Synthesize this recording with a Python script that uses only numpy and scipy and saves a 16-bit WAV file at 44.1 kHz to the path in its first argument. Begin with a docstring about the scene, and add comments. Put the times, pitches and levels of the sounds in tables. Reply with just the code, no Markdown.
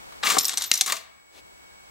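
"""A light tap, then the jaw of a cast iron toy bank grinds open and knocks on its stop.
A coin clatters down through the hollow body, and the jaw scrapes shut. Each hit is a short crack
that leaves the iron and the coin ringing; each scrape is a stream of tiny slips.
A hand rustles away. The toy sits on a mat in a small room, close to a stereo microphone,
over a faint hiss and an electrical whine."""
import sys
import numpy as np
from scipy import signal
from scipy.fft import irfft
from scipy.io import wavfile

SR = 44100
rng = np.random.default_rng(int(sys.argv[2]) if len(sys.argv) > 2 else 0)


def master_out(mix):
    """Clip the mix to full scale and print it as 16-bit PCM to the path in sys.argv[1]."""
    frames = np.transpose(np.atleast_2d(mix))
    ceiling = np.clip(frames, -1, 1)
    pcm = np.round(ceiling * 32767).astype(np.int16)
    wavfile.write(sys.argv[1], SR, pcm)


N = 83790
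TIME = np.arange(N) / SR

# Five pitch bands, bass to treble. Each row: low edge in Hz, high edge in Hz.
BANDS = [(150, 600), (600, 1600), (1600, 4500), (4500, 9000), (9000, 17000)]
# Jaw and lever knocks. Each row: start in seconds, fade time in seconds, five band levels in dB.
JAW_KNOCKS = [(0.122, 0.0057, -65, -46, -52.5, -57.5, -59), (0.228, 0.004, -60.5, -41.5, -37.5, -49.5, -62),
              (0.2328, 0.007, -49.5, -25.5, -23.5, -32.5, -56), (0.2552, 0.0035, -62, -25, -41, -38, -42),
              (0.2649, 0.0047, -61, -35.5, -26, -31, -40.5), (0.2696, 0.0046, -65.5, -27, -19, -31.5, -37),
              (0.3, 0.0076, -53.5, -34, -25, -26.5, -29.5), (0.305, 0.0063, -50, -25, -24.5, -23.5, -43.5),
              (0.3165, 0.01, -38.5, -32, -27.5, -26.5, -32.5),
              (0.3461, 0.0057, -33, -28.5, -34, -32, -46.5), (0.3678, 0.0043, -29, -21.5, -36, -47, -45),
              (0.8757, 0.02, -57, -34, -35, -31.5, -36.5), (0.899, 0.009, -51, -34.5, -29.5, -46, -55),
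              (0.9216, 0.0069, -52.5, -30, -22.5, -24, -28), (0.9661, 0.0079, -67, -80, -36, -36.5, -47)]
# The coin hits the iron. Each row: start in seconds, fade time in seconds,
# main ringing pitch in Hz, its level in dB, five band levels in dB.
COIN_HITS = [(0.384, 0.0025, 5490, -12, -58, -43.5, -35, -18, -25.5),
             (0.3873, 0.0032, 7330, -12.5, -55, -48.5, -39, -18.5, -24.5),
             (0.3957, 0.0092, 5440, -21, -53, -53, -31.5, -43, -31.5),
             (0.409, 0.0083, 5370, -23, -57, -49.5, -34, -32, -33.5),
             (0.435, 0.0017, 5440, -27, -65, -46, -38.5, -46.5, -45),
             (0.4454, 0.0013, 5650, -41, -60, -53, -36.5, -27.5, -39),
             (0.453, 0.0052, 5600, -15.5, -60, -45.5, -38.5, -26, -27),
             (0.4816, 0.0039, 7870, -23, -50, -63, -43.5, -25.5, -27),
             (0.4928, 0.0027, 8000, -23, -52.5, -42, -28.5, -25, -38),
             (0.539, 0.0024, 7970, -27.5, -48, -39, -36, -53.5, -45.5),
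             (0.573, 0.0037, 6000, -21.5, -51, -46.5, -32, -25, -32.5),
             (0.579, 0.0073, 8190, -20, -53.5, -36, -36, -26, -28.5),
             (0.61, 0.0055, 3743, -29, -58, -38, -43, -34.5, -40.5),
             (0.621, 0.0053, 3620, -36, -74.5, -44.5, -35.5, -26, -30.5),
             (0.6394, 0.0098, 7650, -30.5, -61.5, -44, -34.5, -30.5, -33.5),
             (0.7152, 0.002, 3954, -15, -37.5, -37, -17.5, -13.5, -26),
             (0.7385, 0.0067, 5810, -14, -60, -46, -34, -23, -26.5),
             (0.754, 0.0064, 7180, -25, -66.5, -52.5, -39, -29, -33.5),
             (0.7754, 0.0055, 5850, -20, -62, -55, -52, -33, -30.5),
             (0.8101, 0.0051, 6130, -15.5, -45.5, -37.5, -23, -15.5, -21.5),
             (0.8612, 0.014, 7140, -24, -52.5, -43, -36, -32, -29.5)]
# The notes each object rings with. Each row: pitch in Hz, level in dB compared with the hit.
BODY_NOTES = [(280, -9), (443, -15), (741, -17), (780, -18), (1108, -15), (1189, -21), (1844, -21),
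              (2116, -22), (2308, -19), (2808, -25), (3424, -27), (3666, -20), (3968, -24), (4354, -22),
              (5965, -23), (6973, -24), (7219, -24)]
COIN_NOTES = [(5432, -26), (5652, -26), (5823, -24), (9010, -20), (11590, -22)]
# Hums after heavy hits. Each row: start in seconds, pitch in Hz, level in dB, ring time in seconds.
# A ring time is how long a sound takes to drop by 60 dB.
BODY_HUMS = [(.3685, 778, -21, .06), (.8102, 770, -30, .07), (.9218, 655, -43, .35), (.9218, 688, -42, .3)]
# The tone colour of each noise. Each row: frequency in Hz, relative strength in dB.
JAW_COLOUR = [(135, -30.5), (175, -6.5), (270, 0), (335, -13), (440, 0.5), (540, -4), (800, -4.5),
              (1120, 4.5), (1450, -1.5), (2100, 0), (2600, -2), (3600, -0.5), (4500, -1.5), (7800, -1.5),
              (9500, -8), (16000, -12.5)]
COIN_COLOUR = [(135, -19.5), (250, -11), (340, -15.5), (560, -17), (760, -5.5), (1400, -3), (2300, -3.5),
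               (3050, -2), (3750, 4), (4400, -0.5), (5800, 0), (6500, -0.5), (7500, -3.5), (9500, -8),
               (12200, -13.5), (16000, -24.5)]
RUSTLE_COLOUR = [(100, -21), (400, 7.5), (1200, -5.5), (3500, -2), (15000, -20)]
HISS_COLOUR = [(15, -32.5), (25, -11), (66, -3), (98, -7.5), (529, -4.5), (856, -2.5), (6540, -18),
               (15000, -29)]
# How the longer sounds swell and fade. Each row: time in seconds, level in dB.
JAW_OPENS = [(.233, -37), (.25, -26.5), (.28, -23), (.325, -22), (.345, -30), (.38, -28), (.40, -55)]
JAW_SHUTS = [(.86, -34), (.88, -34), (.905, -29.5), (.935, -37.5), (.97, -37), (.99, -44.5), (1.06, -61)]
COIN_SLIDES = [(.40, -43), (.505, -35), (.535, -32.5), (.565, -47), (.63, -33), (.70, -50), (.76, -36),
               (.85, -41.5)]
SING_LEVEL = [(.383, -45), (.39, -37.5), (.475, -34), (.525, -54), (.585, -49), (.7, -40), (.84, -49.5),
              (.9, -41), (1.02, -67)]
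SHIMMER_LEVEL = [(.385, -42), (.455, -38.5), (.51, -53.5)]
RUSTLE_LEVEL = [(1.30, -70), (1.35, -51.5), (1.39, -48), (1.41, -57.5)]
HISS_LEVEL = [(0, -44), (.4, -43.5), (1.25, -56), (1.45, -50.5), (1.9, -49.5)]
# Timing between the two sides. Each row: frequency in Hz, how far the left leads in radians.
MIC_PHASE = [(60, -9), (260, -3.5), (1550, -1.0), (5000, -0.64), (15000, 0.5)]
# Left-right balance. Each row: frequency in Hz, how much louder the left is in dB.
MIC_BALANCE = [(60, 3.2), (220, 11), (700, 9.6), (2400, 5), (8000, 1.5), (15000, 2.3)]
HISS_BALANCE = [(60, 6), (240, 2), (15000, -1.5)]
# Length of the room's echo. Each row: frequency in Hz, ring time in seconds.
ROOM_RING = [(200, 0.33), (1550, 0.82), (10000, 0.1)]
# Strength of the echo. Each row: frequency in Hz, level in dB.
ROOM_LEVEL = [(200, -16), (1000, -13.5), (4000, -12.5), (14000, -8)]
# Width of the hiss. Each row: frequency in Hz, how alike the sides are (1 same, -1 opposite).
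HISS_LIKENESS = [(60, -0.8), (240, -0.92), (950, -0.86), (3770, -0.77), (15000, 0.11)]
# Electrical tones. Each row: pitch in Hz, level in dB, flutter depth (0 is steady).
WHINE_TONES = [(70, -75, .6), (1630, -73, 1.5), (2170, -72, .8), (2239, -63.5, .5), (7866, -67, .08),
               (15735, -71, .08)]
# The whine's slow drift. Each row: time in seconds, change of level in dB.
WHINE_DRIFT = [(0, 0), (.4, -3), (1.9, 1)]

BODY_TRIM_DB, BODY_RING_S = -1.5, .16  # a trim is added to the level of every note
COIN_TRIM_DB, COIN_RING_S = -1, .12
ATTACK_CYCLES = 1.14  # a hit builds up over about one vibration


def jaw():
    """The hinged jaw grinds and knocks as it opens and shuts; each knock rings it briefly."""
    out = scrape(JAW_OPENS, JAW_COLOUR) + scrape(JAW_SHUTS, JAW_COLOUR)
    notes = ringing(BODY_NOTES, BODY_TRIM_DB, BODY_RING_S)
    for start, fade_s, *band_db in JAW_KNOCKS:
        knock = hit(fade_s, band_db, JAW_COLOUR, notes)
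        jaw_ring = ring(hz=1092, db=band_db[1] - 3.5, ring_s=.03)
        add(out, start, knock + jaw_ring)
    return out


def coin():
    """The coin slides and bounces down inside; each spot it hits has one main note."""
    out = scrape(COIN_SLIDES, COIN_COLOUR) + coin_song()
    notes = ringing(BODY_NOTES, BODY_TRIM_DB, BODY_RING_S)
    notes += ringing(COIN_NOTES, COIN_TRIM_DB, COIN_RING_S)
    for start, fade_s, hz, db, *band_db in COIN_HITS:
        add(out, start, hit(fade_s, band_db, COIN_COLOUR, notes) + ring(hz, db, ring_s=.029))
    return out


def coin_song():
    """The coin's two highest notes flutter as it turns and touches the walls."""
    out = np.zeros((2, N))
    for hz, points, flutter_hz in [(13850, SING_LEVEL, 60), (12320, SHIMMER_LEVEL, 260)]:
        tone = fluttering_tone(hz, depth=3, rate_hz=flutter_hz)
        out += level(points) * (microphones(hz)[:, None] * tone).real
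    return out


def body_hum():
    """Heavy hits set the hollow body humming briefly."""
    out = np.zeros((2, N))
    for start, hz, db, ring_s in BODY_HUMS:
        add(out, start, ring(hz, db, ring_s))
    return out


def hit(fade_s, band_db, colour, notes, crack_s=.0072, spread_db=4.5):
    """Metal strikes metal: a quick crack, then ringing notes."""
    t = np.arange(SR // 8) / SR
    out = np.zeros((2, SR // 2))
    centres = np.sqrt(np.prod(BANDS, 1))
    for band, hz, db in zip(BANDS, centres, band_db):
        band_fade_s = fade_s * (centres[-2] / hz) ** .16  # lower bands last longer
        attack = 1 - np.exp(-t * hz / ATTACK_CYCLES)
        crack = iron_noise(len(t), colour, band) * attack * np.exp(-t / band_fade_s)
        opening_strength = np.sqrt(np.mean(crack[:, t < crack_s] ** 2))
        add(out, 0, amp(db) * crack / opening_strength)
    for hz, db, ring_s in notes:
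        spot_db = spread_db * rng.standard_normal()  # each spot favours different notes
        hit_db = np.interp(np.log(hz), np.log(centres), band_db)
        out += ring(hz, db + spot_db + hit_db, ring_s)
    return out


def scrape(points, colour, slips_per_s=1100, slip_s=.002):
    """Sliding metal makes many tiny slips, and each one shakes the iron."""
    sizes = amp(np.minimum(rng.exponential(1, N), 4))
    slips = sizes * (rng.random(N) < slips_per_s / SR)
    power = signal.lfilter([1], [1, -np.exp(-1 / (slip_s * SR))], slips ** 2)  # each slip fades
    all_bands = (BANDS[0][0], BANDS[-1][1])
    return level(points) * unit(np.sqrt(power) * iron_noise(N, colour, all_bands))


def ring(hz, db, ring_s):
    """One pure note dies away at both microphones."""
    t = np.arange(SR // 2) / SR
    wave = (microphones(hz)[:, None] * np.exp(2j * np.pi * (hz * t + rng.random()))).real
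    attack = 1 - np.exp(-t * hz / ATTACK_CYCLES)
    return np.sqrt(2) * wave * amp(db - 60 * t / ring_s) * attack


def ringing(notes, trim_db, ring_s):
    """Gives all the notes of one object the same trim and ring time."""
    return [(hz, db + trim_db, ring_s) for hz, db in notes]


def iron_noise(size, colour, band):
    """The iron's many overlapping vibrations blur into noise."""
    return noise(size, colour, lambda hz: .96, lambda hz: microphones(hz) * body_boost(hz), band)


def body_boost(hz, boost_db=5.5, width_hz=22.2):
    """The body strengthens every crack and scrape near its own notes."""
    nearness = sum(1 / (1 + ((hz - centre) / width_hz) ** 2) for centre, _ in BODY_NOTES)
    return amp(boost_db * np.minimum(nearness, 1))


def hand():
    """A soft rustle as the hand draws away from the lever."""
    return level(RUSTLE_LEVEL) * noise(N, RUSTLE_COLOUR, lambda hz: .5, microphones)


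def room(sound, gap_s=.011):
    """The walls send back a blur of echoes whose treble dies first."""
    hz, t, spectrum = signal.stft(rng.standard_normal((2, SR // 2)), SR, nperseg=256)
    ring_s = at_pitch(ROOM_RING, hz)[:, None]
    spectrum *= amp(at_pitch(ROOM_LEVEL, hz)[:, None] - 60 * t / ring_s)
    spectrum *= np.sqrt(2 * np.log(1000) / (ring_s * SR))  # a longer echo gets no extra energy
    tail = signal.istft(spectrum, SR, nperseg=256)[1]
    tail *= np.clip(np.arange(tail.shape[1]) / SR / gap_s - .5, 0, 1)  # echoes arrive a little late
    return signal.fftconvolve(sound, tail, axes=1)[:, :N]


def hiss():
    """A faint, wide hiss lies under everything."""
    def sides(hz):
        return amp(np.outer([.5, -.5], at_pitch(HISS_BALANCE, hz)))
    return level(HISS_LEVEL) * noise(N, HISS_COLOUR, lambda hz: at_pitch(HISS_LIKENESS, hz), sides)


def whine():
    """Thin electrical tones: the low ones flutter, the high ones are nearly steady."""
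    tones = sum(amp(db) * fluttering_tone(hz, depth, rate_hz=35).real for hz, db, depth in WHINE_TONES)
    return level(WHINE_DRIFT) * tones


def microphones(hz):
    """Strength and phase of the toy's sound on the left and right, as complex numbers."""
    left = amp(at_pitch(MIC_BALANCE, hz))
    right = np.exp(-1j * at_pitch(MIC_PHASE, hz))
    return np.array([left, right]) / np.sqrt((1 + left ** 2) / 2)


def fluttering_tone(hz, depth, rate_hz):
    """A tone, as complex numbers, whose strength and phase wobble at random."""
    slow = np.exp(-(np.fft.fftfreq(N, 1 / SR) / rate_hz) ** 2)
    wobble = np.fft.ifft(slow * np.exp(2j * np.pi * rng.random(N)))
    flutter = 1 + depth * wobble / np.std(wobble)
    return np.sqrt(2 / (1 + depth ** 2)) * flutter * np.exp(2j * np.pi * hz * TIME)


def noise(size, colour, likeness, sides, band=None):
    """Stereo noise: likeness says how alike left and right are, sides gives each its gain."""
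    hz = np.fft.rfftfreq(size, 1 / SR)
    left, other = np.exp(2j * np.pi * rng.random((2, len(hz))))
    same = np.clip(likeness(hz), -1, 1)
    right = same * left + np.sqrt(1 - same ** 2) * other
    spectrum = np.array([left, right]) * sides(hz) * amp(at_pitch(colour, hz))
    if band:
        spectrum /= np.sqrt((1 + (band[0] / (hz + 1)) ** 8) * (1 + (hz / band[1]) ** 12))
    return unit(irfft(spectrum, size))


def amp(db):
    """Turns decibels into a gain to multiply by."""
    return 10 ** (np.asarray(db) / 20)


def unit(sound):
    """Scales a sound to an average strength (rms) of 1."""
    return sound / np.sqrt(np.mean(sound ** 2) + 1e-20)


def at_pitch(points, hz):
    """Looks up a frequency in a table, gliding between rows on a log scale."""
    row_hz, value = np.transpose(points)
    return np.interp(np.log(hz + 1), np.log(row_hz + 1), value)


def level(points):
    """Gain over time from a level table, silent before and after it."""
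    return amp(np.interp(TIME, *np.transpose(points), left=-140, right=-140))


def add(mix, start_s, sound):
    """Mixes in a stereo sound at its start time."""
    part = mix[:, round(start_s * SR):][:, :sound.shape[1]]
    part += sound[:, :part.shape[1]]


def scene():
    """The toy, its echo, the hand and the background."""
    bass_cut = signal.butter(2, 150.8, "high", fs=SR, output="sos")  # a small body gives off little bass
    toy = signal.sosfilt(bass_cut, jaw() + coin() + body_hum())
    return toy + room(toy) + hand() + hiss() + whine()


def record(dry):
    """Clips any peak beyond full scale, then cuts the treble above 15900 Hz."""
    treble_cut = signal.firwin(255, 15900, window=("kaiser", 7), fs=SR)
    return signal.oaconvolve(np.clip(dry, -1, 1), treble_cut[None], "same")


dry = scene()
out = record(dry)
master_out(out)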